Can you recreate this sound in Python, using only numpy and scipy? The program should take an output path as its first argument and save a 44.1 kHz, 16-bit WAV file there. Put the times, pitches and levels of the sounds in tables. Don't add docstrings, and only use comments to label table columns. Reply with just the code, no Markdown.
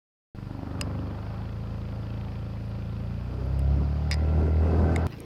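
import sys
import numpy as np
from scipy import signal
from scipy.io import wavfile
from scipy.ndimage import uniform_filter1d

SR = 44100
rng = np.random.default_rng(int(sys.argv[2]) if len(sys.argv) > 2 else 0)


def transcribe(u):
    v = np.clip(np.atleast_2d(u).T, -1, 1)
    q = np.round(v * 32767).astype(np.int16)
    wavfile.write(sys.argv[1], SR, q)


def to_linear_factor(level_db):
    exponent = np.asarray(level_db, float) / 20
    return 10 ** exponent


N = 231717
CRUISE_SPEED = 28


def evened(x):
    return x / np.sqrt(np.mean(x ** 2) + 1e-20)


def curves(rows):
    time_s, *columns = np.transpose(rows)
    return [np.interp(np.arange(N) / SR, time_s, column) for column in columns]


def drift(hz):
    steps = np.interp(np.arange(N) / SR * hz, np.arange(600), rng.standard_normal(600))
    return evened(uniform_filter1d(steps, size=int(SR / hz)))


def noise(points, size, patchy_db):
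    frames = 4 * N // size + 5
    hz = np.fft.rfftfreq(size, 1 / SR)
    real, imaginary, patches = rng.standard_normal((frames, len(hz), 3)).T
    patches = uniform_filter1d(patches, size=8, axis=0)
    patches = evened(uniform_filter1d(patches, size=8, axis=1))
    point_hz, point_db = np.transpose(points)
    colour_db = np.interp(np.log(hz + 1), np.log(point_hz + 1), point_db, left=-90, right=-90)
    spectra = (real + 1j * imaginary) * to_linear_factor(colour_db[:, None] + patchy_db * patches)
    return evened(signal.istft(spectra, nperseg=size, noverlap=3 * size // 4)[1][:N])


def humming(modes):
    hz = np.geomspace(300, 3500, num=500)
    peaks = sum(to_linear_factor(db) / (1 + (2 * (hz - mode_hz) / width_hz) ** 2) for mode_hz, width_hz, db in modes)
    return noise(np.transpose([hz, 20 * np.log10(peaks)]), size=2048, patchy_db=1.)


def flare(cycles, at, sharp):
    return np.exp(sharp * (np.cos(2 * np.pi * (cycles - at)) - 1))


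def order(k, cycles, single):
    shift = 1.2 - 1.4 * k if k > 8 else (k % 2) * (k > 4)
    gather = ((.28 - 1.07 * k - shift + 1) % 2 - 1) * (k > 2)
    return np.sqrt(2) * np.cos(2 * np.pi * k * cycles + np.pi * (shift + single * gather))


def exhaust(speed, cycles, level_db):
    # order (multiple of the firing rate), level_db
    setting_off = [(1, -10), (2, -10), (3, -34), (4, -0.5), (5, 0), (6, -8.5), (7, -8), (8, -4.5), (9, -26),
                   (10, -18), (11, -13), (12, -15), (13, -16), (14, -25), (15, -45), (16, -20), (17, -22),
                   (18, -50), (19, -24), (20, -20.5), (21, -45), (22, -37)]
    # order, level_db
    biting = [(1, -23), (2, -8), (3, -5), (4, 0), (5, -2), (6, -14), (7, -7), (8, -7), (9, -14), (10, -6),
              (11, -2), (12, -10), (13, -13), (14, -20), (15, -22), (16, -18), (17, -27), (18, -23),
              (19, -26), (20, -21), (21, -25), (22, -18)]
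    # order, level_db
    slow = [(1, -24), (2, -8), (3, -1.5), (4, 0), (5, -5.5), (6, -12), (7, -6), (8, -17), (9, -11),
            (10, -12), (11, -9), (12, -17), (13, -18), (14, -20), (15, -25), (16, -19), (17, -25),
            (18, -22), (19, -21), (20, -24), (21, -22), (22, -19)]
    # order, level_db
    cruise = [(1, -23), (2, -4), (3, -3.5), (4, 1), (5, -11.5), (6, -10), (7, -6.5), (8, -20), (9, -17.5),
              (10, -21.5), (11, -22), (12, -42), (13, -21.5), (14, -25.5), (15, -63), (16, -23.5),
              (17, -23), (18, -22), (19, -23.5), (20, -55), (21, -52), (22, -28)]
    # order, level_db
    picking_up = [(1, -25), (2, -3), (3, -1.5), (4, 1.5), (5, -25), (6, -3), (7, -10), (8, -11.5), (9, -33),
                  (10, -22), (11, -35), (12, -38), (13, -26.5), (14, -21), (15, -35), (16, -40), (17, -31),
                  (18, -29), (19, -32), (20, -30), (21, -33), (22, -21)]
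    # order, level_db
    pull = [(1, -29), (2, 0), (3, -9), (4, -8), (5, -20), (6, -22), (7, -26), (8, -26), (9, -32), (10, -28),
            (11, -31), (12, -31), (13, -35), (14, -36), (15, -31), (16, -35), (17, -33), (18, -31),
            (19, -34), (20, -34), (21, -35), (22, -38)]
    # order, level_db
    steadying = [(1, -29), (2, 0), (3, -11), (4, -9), (5, -17), (6, -24), (7, -26), (8, -30), (9, -36),
                 (10, -35), (11, -30), (12, -32), (13, -38), (14, -34), (15, -33), (16, -34), (17, -29),
                 (18, -34), (19, -38), (20, -30), (21, -31), (22, -38)]
    # order, level_db
    hauling = [(1, -28), (2, 0), (3, -13), (4, -10), (5, -19), (6, -25), (7, -23), (8, -22), (9, -25),
               (10, -25), (11, -23), (12, -26), (13, -31), (14, -30), (15, -28), (16, -29), (17, -25),
               (18, -34), (19, -36), (20, -27), (21, -38), (22, -34)]
    # order, level_db
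    fast = [(1, -27), (2, 0), (3, -13), (4, -10), (5, -16), (6, -17), (7, -18), (8, -22), (9, -22),
            (10, -17), (11, -24), (12, -24), (13, -26), (14, -26), (15, -22), (16, -25), (17, -24),
            (18, -26), (19, -26), (20, -31), (21, -32), (22, -35)]
    pattern_speeds = (24.4, 24.6, 24.75, 24.95, 25.4, 25.9, 27.9, 29.3, 33, 35.5, 37.5, 38.5, 39.6)
    # pitch_hz, level_db
    boom = [(48.5, -48), (52, -43), (57, -40), (63.5, -32), (69.5, -22.5), (74, -29.5), (79, -21),
            (82, -25)]

    stages = [setting_off, biting, biting, slow, slow, cruise, cruise, picking_up,
              pull, pull, steadying, hauling, fast]
    patterns = np.array(stages)[:, :, 1]
    patterns = patterns - patterns[:, 3:4]
    single = np.interp(speed, (24.7, 25.1), (1, 0))
    wobble = .003 * drift(25.)
    boom_db = np.interp(2 * speed, *np.transpose(boom))
    out = np.zeros(N)
    for k, row in enumerate(patterns.T, 1):
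        order_db = boom_db if k == 2 else level_db + np.interp(speed, pattern_speeds, row)
        waver_db = (.5 + 0.058 * k) * drift(12.)
        loose = .007 * drift(4.) * (k > 8)
        out += to_linear_factor(order_db + waver_db) * order(k, cycles + wobble + loose, single)
    return out


def follows(rule, speed, strain_db):
    cruise_db, db_per_rate, share = rule
    easy_db = -44
    return cruise_db + db_per_rate * (speed - CRUISE_SPEED) + share * (strain_db - easy_db)


def works(speed, cycles, casing_db):
    # cruise_db, db_per_rate [dB per firing/s], share of the strain
    chain_rule = (-59, 0.24, 0.17)
    # cruise_db, db_per_rate, share
    valve_rule = (-54, -0.48, 0.28)
    # cruise_db, db_per_rate, share
    bracket_rule = (-57, 0.25, 0.11)
    # time_s, share
    ticking = [(.7, .3), (1.0, .75), (1.3, .8), (1.5, 1), (1.75, .9), (1.88, 1.2), (2.0, .6), (2.1, 1.35),
               (2.33, 1.35), (2.45, .8), (2.7, 1), (3.0, .75)]
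    flare_speeds = (25.5, 27, 30, 35)
    first_flare = ((.25, .3, .3, .15), (.5, .4, .5, 1.1))
    second_flare = ((.53, .72, .75, .7), (1.4, .8, .7, .2))
    flat_out_wake = (39.6, 40.1, 40.5, 41)
    flat_out_db = (-30, -8, -10, -7)
    # pitch_hz, width_hz, level_db
    flat_out = [(760, 40, 2), (1020, 45, -1), (1250, 40, -7), (1530, 25, 1)]
    # pitch_hz, level_db [per Hz]
    casing_colour = [(53, -44), (90, -4.5), (122, -3), (156, -10), (198, -16), (242, -9.5), (329, -15),
                     (526, -30.5), (585, -17), (1340, -23), (2200, -40.5), (2860, -77), (4840, -120)]
    # pitch_hz, width_hz, level_db
    panels = [(532, 38, 2), (579, 21, 2), (792, 29, 1.5)]
    # pitch_hz, width_hz, level_db
    brackets = [(960, 137, 1.5), (1370, 28, 7), (1542, 95, -3), (2018, 250, -6), (2600, 60, -6)]
    # pitch_hz, level_db [per Hz]
    valve_colour = [(1100, -14), (1700, -4), (2300, 0), (3300, -1), (3900, -8), (5500, -22)]
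    # pitch_hz, level_db [per Hz]
    rattle_colour = [(760, -31), (1300, -4), (1570, -19.5), (1770, 1), (1930, -19.5), (2340, -5.5),
                     (2460, -5.5), (2670, -7), (2930, -8.5), (3790, -13.5), (4830, -9), (5980, -22.5),
                     (7500, -33), (9750, -64), (16500, -120)]

    rattle_db = follows(chain_rule, speed, casing_db)
    valve_db = follows(valve_rule, speed, casing_db) - rattle_db
    woken_db = np.where(speed > 37.8, 7, 0)
    bracket_db = follows(bracket_rule, speed, casing_db) + woken_db - casing_db

    place1, size1 = [np.interp(speed, flare_speeds, values) for values in first_flare]
    place2, size2 = [np.interp(speed, flare_speeds, values) for values in second_flare]
    puffs = 1 + size1 * flare(cycles, place1, sharp=5.) + size2 * flare(cycles, place2, sharp=6.)
    body = noise(casing_colour, size=1024, patchy_db=1.0) + to_linear_factor(-10) * humming(panels)
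    ringing = to_linear_factor(bracket_db) * humming(brackets)
    shaken = to_linear_factor(np.interp(speed, flat_out_wake, flat_out_db)) * humming(flat_out)
    casing = evened(puffs) * (body + ringing + shaken)

    strength = to_linear_factor(.7 * rng.standard_normal(400))[(cycles - .1).astype(int)]
    strength = strength * curves(ticking)[0]
    valve_place = np.interp(speed, (26, 27.5, 28, 30, 35), (.55, .66, .67, .76, .6))
    ticks = strength * flare(cycles, valve_place, sharp=7.)
    valves = to_linear_factor(valve_db) * ticks * noise(valve_colour, size=512, patchy_db=1.)
    rattle = noise(rattle_colour, size=512, patchy_db=1.14) + valves
    return to_linear_factor(casing_db - 3.0) * casing + to_linear_factor(rattle_db - 1.0) * rattle


def wind(speed):
    # middle_s, half_length_s, buffeting_db, roar_db [against the buffeting]
    gusts = [(3.427, 0.15, -45, 0), (3.778, 0.073, -35, -11), (4.308, 0.092, -35.5, -8.5),
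             (4.435, 0.074, -31.5, -6.5), (4.679, 0.093, -34.5, -3), (4.833, 0.083, -30, -6),
             (4.957, 0.06, -39, 4.5)]
    # pitch_hz, level_db [per Hz]
    buffet_colour = [(25, -20), (60, 6), (130, 1.5), (200, 2.5), (300, -2), (450, -16.5), (800, -46.5)]
    # pitch_hz, level_db [per Hz]
    roar_colour = [(180, -12.5), (300, -2.5), (400, 8.5), (650, -5), (1000, -11), (1600, -18),
                   (2500, -41.5), (6000, -39.5), (12000, -50.5)]

    t = np.arange(N) / SR
    breeze = to_linear_factor(-62.5 + 0.19 * (speed - CRUISE_SPEED))
    buffet = bright = breeze
    for middle_s, half_s, db, roar_db in gusts:
        gust = to_linear_factor(db) * np.exp(-abs((t - middle_s) / half_s) ** 3.2)
        buffet = buffet + gust
        bright = bright + to_linear_factor(roar_db) * gust
    lumps = evened(to_linear_factor(1.3 * drift(45.)))
    dull = noise(buffet_colour, size=1024, patchy_db=1.5)
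    roar = noise(roar_colour, size=1024, patchy_db=1.5)
    return lumps * (buffet * dull + bright * roar)


def road():
    # pitch_hz, level_db [per Hz]
    rumble = [(15, -14), (25, 17), (45, -2.5), (80, 3), (150, -18.5)]
    return to_linear_factor(-69.5) * noise(rumble, size=4096, patchy_db=2.)


def air():
    # pitch_hz, level_db [per Hz]
    hiss = [(3240, -7.5), (5500, -9), (6050, -10.5), (8370, -12.5), (9760, -12.5), (15100, -13.5),
            (16200, -29)]
    return to_linear_factor(-72.5) * noise(hiss, size=512, patchy_db=.4)


def ring(modes, t, chance):
    contact = signal.windows.tukey(120, .3) * to_linear_factor(-60 * t[:120] / 0.0057)
    out = 0
    for (hz, db, t60_s), luck in zip(modes, chance):
        swell = np.convolve(to_linear_factor(-60 * t / t60_s), contact)[:len(t)]
        out = out + to_linear_factor(db) * swell / swell.max() * np.sin(2 * np.pi * (hz * t + luck))
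    return out / abs(out).max()


def taps():
    # start_s, low_ring_db, middle_ring_db, high_ring_db, tick_db
    contacts = [(0.8116, -33, -22, -27.5, -26), (3.5922, -59, -46, -53, -43.5),
                (4.1121, -22, -32, -28.5, -29.5), (4.1188, -29, -33, -27.5, -52),
                (4.1256, -28, -43, -30, -52), (4.1300, -33, -47, -28, -52), (4.1325, -36, -43, -34, -58),
                (4.1393, -36, -46, -41, -54), (4.1410, -32, -44, -33, -38),
                (4.9606, -23, -37, -41.5, -29.5), (5.1223, -53, -43, -50, -71.5),
                (5.1252, -54, -50, -55, -71), (5.1300, -52, -41, -50, -71), (5.1400, -54, -45, -60, -72),
                (5.1650, -59, -55.5, -57, -75.5), (5.1844, -64.5, -58, -58, -55.5),
                (5.2031, -66, -55, -63, -38.5)]
    # pitch_hz, level_db, t60_s
    low_ring = [(2060, 3, 0.006), (2170, -3, 0.022), (3620, -9, 0.009), (3950, -13, 0.012)]
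    # pitch_hz, level_db, t60_s
    middle_ring = [(1100, -2.5, 0.01), (1890, -3, 0.0067), (2750, 5, 0.0047)]
    # pitch_hz, level_db, t60_s
    high_ring = [(4300, -8, 0.008), (4670, -3, 0.009), (4990, 0, 0.034), (5430, -12, 0.012),
                 (5680, -5, 0.006)]
    # pitch_hz, level_db, t60_s
    tick = [(6850, 8.5, 0.0051), (7830, 10, 0.0059), (8730, 9, 0.0051), (10120, 2.5, 0.0025),
            (11800, 3, 0.0024)]
    # pitch_hz, level_db, t60_s
    glance = [(6800, -8, 0.004), (7700, -23, 0.004), (8730, 1, 0.0032), (10100, -10, 0.004),
              (11350, 0, 0.0025)]

    out = np.zeros(N + 4000)
    t = np.arange(4000) / SR
    snap = np.minimum(t / 0.0002, 1) * np.exp(-t / 0.0014)
    cracks = rng.standard_normal((len(contacts), 4000)) * snap
    cracks = signal.lfilter(*signal.butter(1, 6500, fs=SR), cracks)
    chances = rng.random((len(contacts), 4, 5))
    for (start_s, *levels_db), chance, crack in zip(contacts, chances, cracks):
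        spot = out[round(start_s * SR):][:4000]
        spot += to_linear_factor(-5) * np.sqrt(to_linear_factor(levels_db[3]) * to_linear_factor(levels_db).max()) * crack
        grazing = np.argmax(levels_db) == 3
        groups = (low_ring, middle_ring, high_ring, glance if grazing else tick)
        for modes, db, luck in zip(groups, levels_db, chance):
            spot += to_linear_factor(db + 2.5) * ring(modes, t, luck)
    housing = signal.butter(8, [900, 12000], "bandpass", fs=SR, output="sos")
    return signal.sosfilt(housing, out[:N])


def buzzes():
    # start_s, length_s, pitch_hz, width_hz, level_db
    fits = [(2.6, .1, 11000, 700, -73), (3.44, .11, 11200, 700, -73)]
    out = np.zeros(N)
    t = np.arange(N) / SR
    for start_s, length_s, hz, width_hz, db in fits:
        fuzz = noise([(hz - width_hz, -25), (hz, 0), (hz + width_hz, -25)], size=256, patchy_db=4.0)
        during = (t > start_s) & (t < start_s + length_s)
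        shaking = np.sin(np.pi * 27 * (t - start_s)) ** 4
        out += during * to_linear_factor(db) * shaking * fuzz
    return out


def lane():
    # order (multiple of the firing rate), level_db
    lane_orders = [(1, -13), (2, 0), (3, -1.5), (4, 3), (5, 2), (6, -3), (7, -6), (8, -8), (9, -13),
                   (10, -6), (11, -12), (12, -15)]
    # pitch_hz, level_db [per Hz]
    lane_colour = [(15, -50), (25, -16), (130, -1), (249, -10.5), (285, -5), (439, -9), (575, -16),
                   (1020, -21), (1840, -28), (2610, -26.5), (5600, -35.5), (7000, -47), (11300, -48),
                   (16000, -47)]

    rate, pulse_s, suck_s = 28.4, 5.105, .0035
    cycles = rate * (np.arange(N) / SR - pulse_s)
    suck = cycles + rate * suck_s
    engine = np.zeros(N)
    for k, db in lane_orders:
        if k < 8:
            engine += to_linear_factor(db) * np.cos(2 * np.pi * k * cycles - (k == 3))
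        else:
            engine -= to_linear_factor(db) * np.cos(2 * np.pi * k * suck)
    throb = 1 + 0.19 * flare(cycles, 0.21, sharp=3.)
    bed = evened(throb * noise(lane_colour, size=1024, patchy_db=4.0))
    return to_linear_factor(-48.5) * engine + to_linear_factor(-43.5) * bed


def squeaks():
    # start_s, fade_s, pitch_hz, width_hz, level_db
    chirps = [(5.101, 0.015, 14700, 2500, -66), (5.104, .012, 13100, 496, -70),
              (5.121, .01, 15400, 1190, -67), (5.150, .007, 15100, 1800, -67),
              (5.153, 0.026, 12500, 250, -67.5)]
    out = np.zeros(N)
    t = np.arange(N) / SR
    for start_s, fade_s, hz, width_hz, db in chirps:
        fuzz = noise([(hz - width_hz, -20), (hz, 0), (hz + width_hz, -20)], size=256, patchy_db=3.0)
        out += (t > start_s) * to_linear_factor(db) * np.exp(-abs(t - start_s) / fade_s) * fuzz
    return out


def scene():
    # time_s, speed [firings per s]
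    speed_line = [(0.4, 24.22), (0.6, 24.75), (1.15, 25.48), (1.45, 27.5), (1.65, 27.8), (2.75, 27.81),
                  (3.0, 28.31), (3.15, 29.1), (3.75, 35.21), (4.05, 37.44), (4.3, 38.73), (4.55, 39.05),
                  (4.67, 39.99), (5.03, 41.05)]
    # time_s, exhaust_db, strain_db [on the casing]
    load_line = [(.44, -42.5, -46.5), (.62, -41, -40.5), (.83, -36.5, -36.5), (1.0, -36, -40),
                 (1.17, -39, -39.5), (1.39, -36.5, -38.5), (1.58, -36.5, -43), (2.2, -36.5, -41.5),
                 (2.6, -37, -44), (3.0, -34, -44), (3.28, -37.5, -43.5), (3.7, -32, -41.5),
                 (4.1, -35.5, -40), (4.55, -35.5, -47), (4.71, -34.5, -36.5), (4.84, -33, -35.5),
                 (5.04, -35.5, -33)]

    speed = curves(speed_line)[0]
    exhaust_db, strain_db = curves(load_line)
    cycles = np.cumsum(speed) / SR + .14
    engine = exhaust(speed, cycles, exhaust_db) + works(speed, cycles, strain_db)
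    climb = engine + wind(speed) + road() + air()
    change_s = 5.0682
    place = np.where(np.arange(N) < change_s * SR, climb, lane())
    return (place + taps() + buzzes() + squeaks())[None]


def low_pass(x):
    return signal.sosfilt(signal.butter(12, 16470, fs=SR, output="sos"), x)


def record(dry):
    start_s, fade_s = .3478, 0.00085
    on = np.clip((np.arange(N) / SR - start_s) / fade_s, 0, 1)
    return low_pass(dry * on)


dry = scene()
out = record(dry)
transcribe(out)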